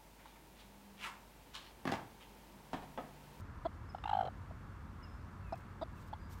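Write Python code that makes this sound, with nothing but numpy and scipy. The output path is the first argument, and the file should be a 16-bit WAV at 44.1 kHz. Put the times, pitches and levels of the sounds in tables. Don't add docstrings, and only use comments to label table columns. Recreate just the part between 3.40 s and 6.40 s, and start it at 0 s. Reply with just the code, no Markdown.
import sys
import numpy as np
from scipy import signal
from scipy.io import wavfile
from scipy.ndimage import uniform_filter1d

SR = 44100
rng = np.random.default_rng(int(sys.argv[2]) if len(sys.argv) > 2 else 0)


def attenuation_scalar(level_db):
    decades = np.asarray(level_db, float) / 20
    return 10 ** decades


def output_pcm(signal):
    pcm = np.clip(np.atleast_2d(signal).T, -1, 1) * 32767
    wavfile.write(sys.argv[1], SR, np.round(pcm).astype(np.int16))


N = 132300


def rms_one(x):
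    return x / np.sqrt(np.mean(x ** 2) + 1e-20)


def add(out, start_s, piece):
    i = int(start_s * SR)
    piece = piece[max(-i, 0):max(N - i, 0)]
    out[max(i, 0):max(i, 0) + len(piece)] += piece


def resonance(x, hz, width_hz):
    r = np.exp(-np.pi * width_hz / SR)
    feedback = [1, -2 * r * np.cos(2 * np.pi * hz / SR), r * r]
    return signal.lfilter([(1 - r * r) / 2, 0, (r * r - 1) / 2], feedback, x)


def double_resonance(x, hz, half_width_hz):
    once = resonance(x, hz, 2 * half_width_hz)
    return resonance(once, hz, 2 * half_width_hz)


def lowpass(x, cut_hz):
    return signal.sosfilt(signal.butter(4, cut_hz, fs=SR, output="sos"), x)


def drift(rate_hz):
    r = np.exp(-2 * np.pi * rate_hz * 40 / SR)
    noise = rng.standard_normal(N // 40 + 2002)
    slow = rms_one(signal.lfilter([1], [1, -2 * r, r * r], noise)[2000:])
    return np.interp(np.arange(N) / 40, np.arange(len(slow)), slow)


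def coloured(spectrum, patchy_db):
    out = 0
    white = rng.standard_normal((2, N + 8000))
    edges = 22 * 2 ** np.arange(0, 9.7, 1 / 3)
    hz, db = np.transpose(spectrum)
    for k, (low, high) in enumerate(zip(edges, edges[1:])):
        bandpass = signal.butter(2, [low, high], "band", fs=SR, output="sos")
        band = signal.sosfilt(bandpass, white[k % 2])[8000:]
        level_db = np.interp(np.log(low * high) / 2, np.log(hz), db)
        out = out + band * attenuation_scalar(level_db + patchy_db * drift(9.0))
    return rms_one(out)


# (pitch_hz, relative level_db per Hz)
FLOOR_COLOUR = [(15, -34), (25, -22.5), (49, -2), (75, -2.5), (115, -7), (150, -10), (237, -11), (271, -24),
                (301, -18.5), (404, -24), (588, -27), (729, -24.5), (790, -26), (978, -21.5), (1090, -20),
                (1350, -22.5), (2930, -42), (3830, -44), (5570, -47.5), (7280, -50), (15000, -56)]
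FLOOR_DB, HUM_DB = -50.5, -57
HUM_HZ, HUM_WIDTH_HZ = 91, 4


def background():
    hum = resonance(rng.standard_normal(N + SR), HUM_HZ, HUM_WIDTH_HZ)[SR:]
    floor = coloured(FLOOR_COLOUR, patchy_db=0.5)
    return attenuation_scalar(FLOOR_DB) * floor + attenuation_scalar(HUM_DB) * rms_one(hum)


# (centre_s, length_s, level_db)
RUSTLES = [(.005, .03, -69.5), (2.157, 0.005, -63), (2.18, 0.055, -72.5), (2.209, 0.018, -72),
           (2.607, 0.17, -70.5), (2.683, 0.058, -70.5), (2.929, 0.1, -63), (2.982, 0.053, -71)]
# (pitch_hz, relative level_db per Hz)
RUSTLE_COLOUR = [(1500, -20), (3000, -2), (4500, -2.5), (7000, -4.5), (10000, -7.5), (13000, -7),
                 (15500, -5)]


def rustles():
    swells = np.zeros(N)
    for centre_s, length_s, db in RUSTLES:
        add(swells, centre_s - length_s / 2, attenuation_scalar(db) * np.hanning(int(length_s * SR)))
    grain = attenuation_scalar(2.0 * drift(150.))
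    return swells * coloured(RUSTLE_COLOUR, patchy_db=1.0) * grain


def far_notes(notes, echo_db, bend):
    out = np.zeros(N)
    for start_s, length_s, first_hz, last_hz, db in notes:
        u = np.arange(int(length_s * SR)) / (length_s * SR)
        hz = last_hz + (first_hz - last_hz) * (1 - u) ** bend
        tone = np.sin(2 * np.pi * np.cumsum(hz) / SR)
        swell = np.sin(np.pi * u) ** .6
        add(out, start_s, attenuation_scalar(db + 3) * swell * tone)
    decay = attenuation_scalar(-60 * np.arange(SR // 2) / SR / .7)
    tail = rng.standard_normal(SR // 2) * decay
    echo = signal.fftconvolve(out, tail / np.linalg.norm(tail))[:N]
    return out + attenuation_scalar(echo_db) * echo


# (start_s, length_s, first_hz, last_hz, level_db)
CHIPS = [(.489, 0.024, 5390, 5060, -66), (1.628, 0.022, 5480, 5030, -62.5)]


def chips():
    return far_notes(CHIPS, echo_db=-3, bend=2.2)


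# (start_s, length_s, first_hz, last_hz, level_db)
WHISTLES = [(1.62, 0.062, 3000, 2650, -70.5), (2.03, 0.11, 2750, 2340, -69.5),
            (2.13, 0.017, 2700, 2450, -62), (2.565, 0.033, 2780, 2525, -70.5),
            (2.79, 0.099, 4900, 4840, -76)]


def whistles():
    return far_notes(WHISTLES, echo_db=-8, bend=1.18)


BODY_HZ, BODY_DB = 320, -9.5
WINDPIPE_WIDTH_HZ, BEAK_HALF_WIDTH_HZ = 200, 180
RASP_CUT_HZ = 5900
BREATH_LINGERS, BURST_POINT = 1.3, 2.0
JITTER, SHIMMER_DB = .025, 1.5
GLIDE_FROM, LEAP_DB = .72, -2
SECOND_BEAK, SECOND_BEAK_DB = 1.3, -6
# (pitch_hz, half_width_hz, gain_db over the beak's, before treble_db)
THROAT = [(1291, 173, 5), (2066, 90, -6.5), (5720, 230, -22.5), (7200, 170, -18.5), (8350, 430, -13)]


def voice(length_s, slow_hz, leap, rise, windpipe_hz, db, beak_hz, rasp_db, treble_db, fall):
    is_burst = leap == 0
    noise = rng.standard_normal((2, 2600))
    u = np.arange(2600) / (length_s * SR)
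    swell = np.clip(np.minimum(u / rise, (1 - u) / fall), 0, 1) ** (BURST_POINT if is_burst else 1)
    puff_u = np.clip(u / (BREATH_LINGERS if is_burst else 1), 0, 1)
    puff = np.sin(np.pi * puff_u) ** (.8 if is_burst else .35)

    slow = slow_hz * np.interp(u, [0, leap / 2], [GLIDE_FROM, 1])
    beats = np.cumsum(slow) / SR + .5
    leap_beat = np.round(beats[int(leap * length_s * SR)])
    before = (beats < leap_beat) & (leap > 0)
    pitch = np.where(before, slow, windpipe_hz)
    wobble = rms_one(uniform_filter1d(noise[0], size=60))
    cycles = np.cumsum(pitch * (1 + JITTER * ~before * wobble)) / SR + .5

    strength = np.where(u < leap, 1, attenuation_scalar(LEAP_DB)) * attenuation_scalar(SHIMMER_DB * noise[0])
    pulses = np.diff(np.floor(cycles), prepend=0) * swell * strength
    breath = noise[1] * puff * np.exp(-2.0 * (cycles % 1)) * np.sqrt(slow_hz / SR)

    windpipe = resonance(pulses, windpipe_hz, WINDPIPE_WIDTH_HZ)
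    chest = resonance(pulses * (u < leap), BODY_HZ, 180.0) * attenuation_scalar(BODY_DB)
    soft = lowpass(windpipe + chest, 1300.)
    rasp = lowpass(.44 * pulses + 1.12 * breath, RASP_CUT_HZ)
    beak = double_resonance(rasp, beak_hz, BEAK_HALF_WIDTH_HZ)
    upper = beak
    for hz, half_width_hz, gain_db in THROAT + [(beak_hz * SECOND_BEAK, BEAK_HALF_WIDTH_HZ, SECOND_BEAK_DB)]:
        gain = attenuation_scalar(gain_db + treble_db * (hz > beak_hz))
        upper = upper + gain * double_resonance(rasp, hz, half_width_hz)
    return attenuation_scalar(db) * (soft / np.abs(soft).max() + attenuation_scalar(rasp_db) * upper / np.abs(beak).max())


# (start_s, length_s, slow_hz, share before the pitch leaps to the windpipe's,
# share spent swelling, windpipe_hz)
CLUCKS = [(.2477, .022, 335, .6, .3, 665), (2.1218, .013, 310, .5, .1, 705),
          (2.4116, .026, 320, .64, .1, 660)]
# (level_db, beak_hz, rasp_db against the soft part, treble_db of the rasp)
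CLUCK_COLOURS = [(-25.5, 3300, -25.5, 0), (-31, 4020, -26.5, 8.5), (-31, 3670, -21.5, 1.5)]


def clucks():
    out = np.zeros(N)
    for (start_s, *call), colour in zip(CLUCKS, CLUCK_COLOURS):
        add(out, start_s, voice(*call, *colour, fall=.3))
    return out


def bursts(rows):
    out = np.zeros(N)
    for centre_s, length_s, db, hz, beak_hz, rasp_db in rows:
        rise = np.clip(36 * length_s, .15, .6)
        burst = voice(length_s, hz, 0, rise, hz, db, beak_hz, rasp_db, treble_db=-2, fall=1 - rise)
        add(out, centre_s - rise * length_s - 1.6 / hz, burst)
    return out


# (centre_s, length_s, level_db, windpipe_hz, beak_hz, rasp_db against the soft part)
POPS = [(.5495, .005, -31, 765, 3080, -25), (.5845, .007, -49, 790, 3010, -10),
        (.8342, .005, -39, 530, 3110, -15), (.8542, .005, -35, 530, 3110, -18),
        (.8592, .005, -40, 725, 3210, -15), (.8762, .005, -37, 545, 3060, -17),
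        (1.1118, .008, -44, 655, 3010, -27), (2.142, .014, -36, 715, 2660, -28),
        (2.7313, .007, -38, 755, 3310, -20), (2.7361, .009, -34, 850, 3340, -22)]


def pops():
    return bursts(POPS)


# (time_s, beats so far)
FLUTTER = [(.6402, 0.), (.659, 1.), (.715, 4.), (.7345, 5.), (.812, 9.), (.829, 10.), (.8455, 11.),
           (.867, 12.), (.8855, 13.)]
# (time_s, level_db, burst length_s, windpipe_hz, beak_hz, rasp_db against the soft part)
GROWL = [(0.645, -38.5, 0.0069, 830, 2770, -7), (0.662, -27.5, .011, 835, 2800, -18),
         (0.683, -33.5, 0.0072, 889, 3000, -16), (0.692, -27.5, 0.0087, 805, 2970, -16),
         (0.719, -28, .012, 849, 2910, -20), (0.74, -19.5, .013, 819, 3180, -25),
         (0.745, -23.5, .015, 796, 3070, -23.5), (0.78, -25, 0.012, 750, 3160, -30.5),
         (0.808, -21, 0.013, 760, 3140, -25.5), (0.834, -33.5, .011, 707, 3130, -33),
         (0.892, -33.5, .012, 742, 3120, -33)]


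def growl():
    flutter_s, beats = np.transpose(FLUTTER)
    point_s, db, length_s, windpipe_hz, beak_hz, rasp_db = np.transpose(GROWL)
    rows = []
    for beat_s in np.interp(np.arange(14), beats, flutter_s):
        settings = [np.interp(beat_s, point_s, course)
                    for course in (length_s, db, windpipe_hz, beak_hz, rasp_db)]
        rows.append((beat_s, *settings))
    return bursts(rows)


def hen():
    return clucks() + pops() + growl()


def scene():
    return (background() + rustles() + chips() + whistles() + hen())[None]


def band_limit(x):
    return signal.sosfilt(signal.butter(12, 15620, fs=SR, output="sos"), x)


DIP_HZ, DIP_WIDTH_HZ, DIP_DEPTH = 10480, 400, .5
CUTOFF_HZ = 15900


def record(dry):
    heard = dry - DIP_DEPTH * resonance(dry, DIP_HZ, DIP_WIDTH_HZ)
    top_cut = signal.cheby2(20, 50, CUTOFF_HZ, fs=SR, output="sos")
    mix = signal.sosfilt(top_cut, heard)
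    return band_limit(mix)


dry = scene()
out = record(dry)
output_pcm(out)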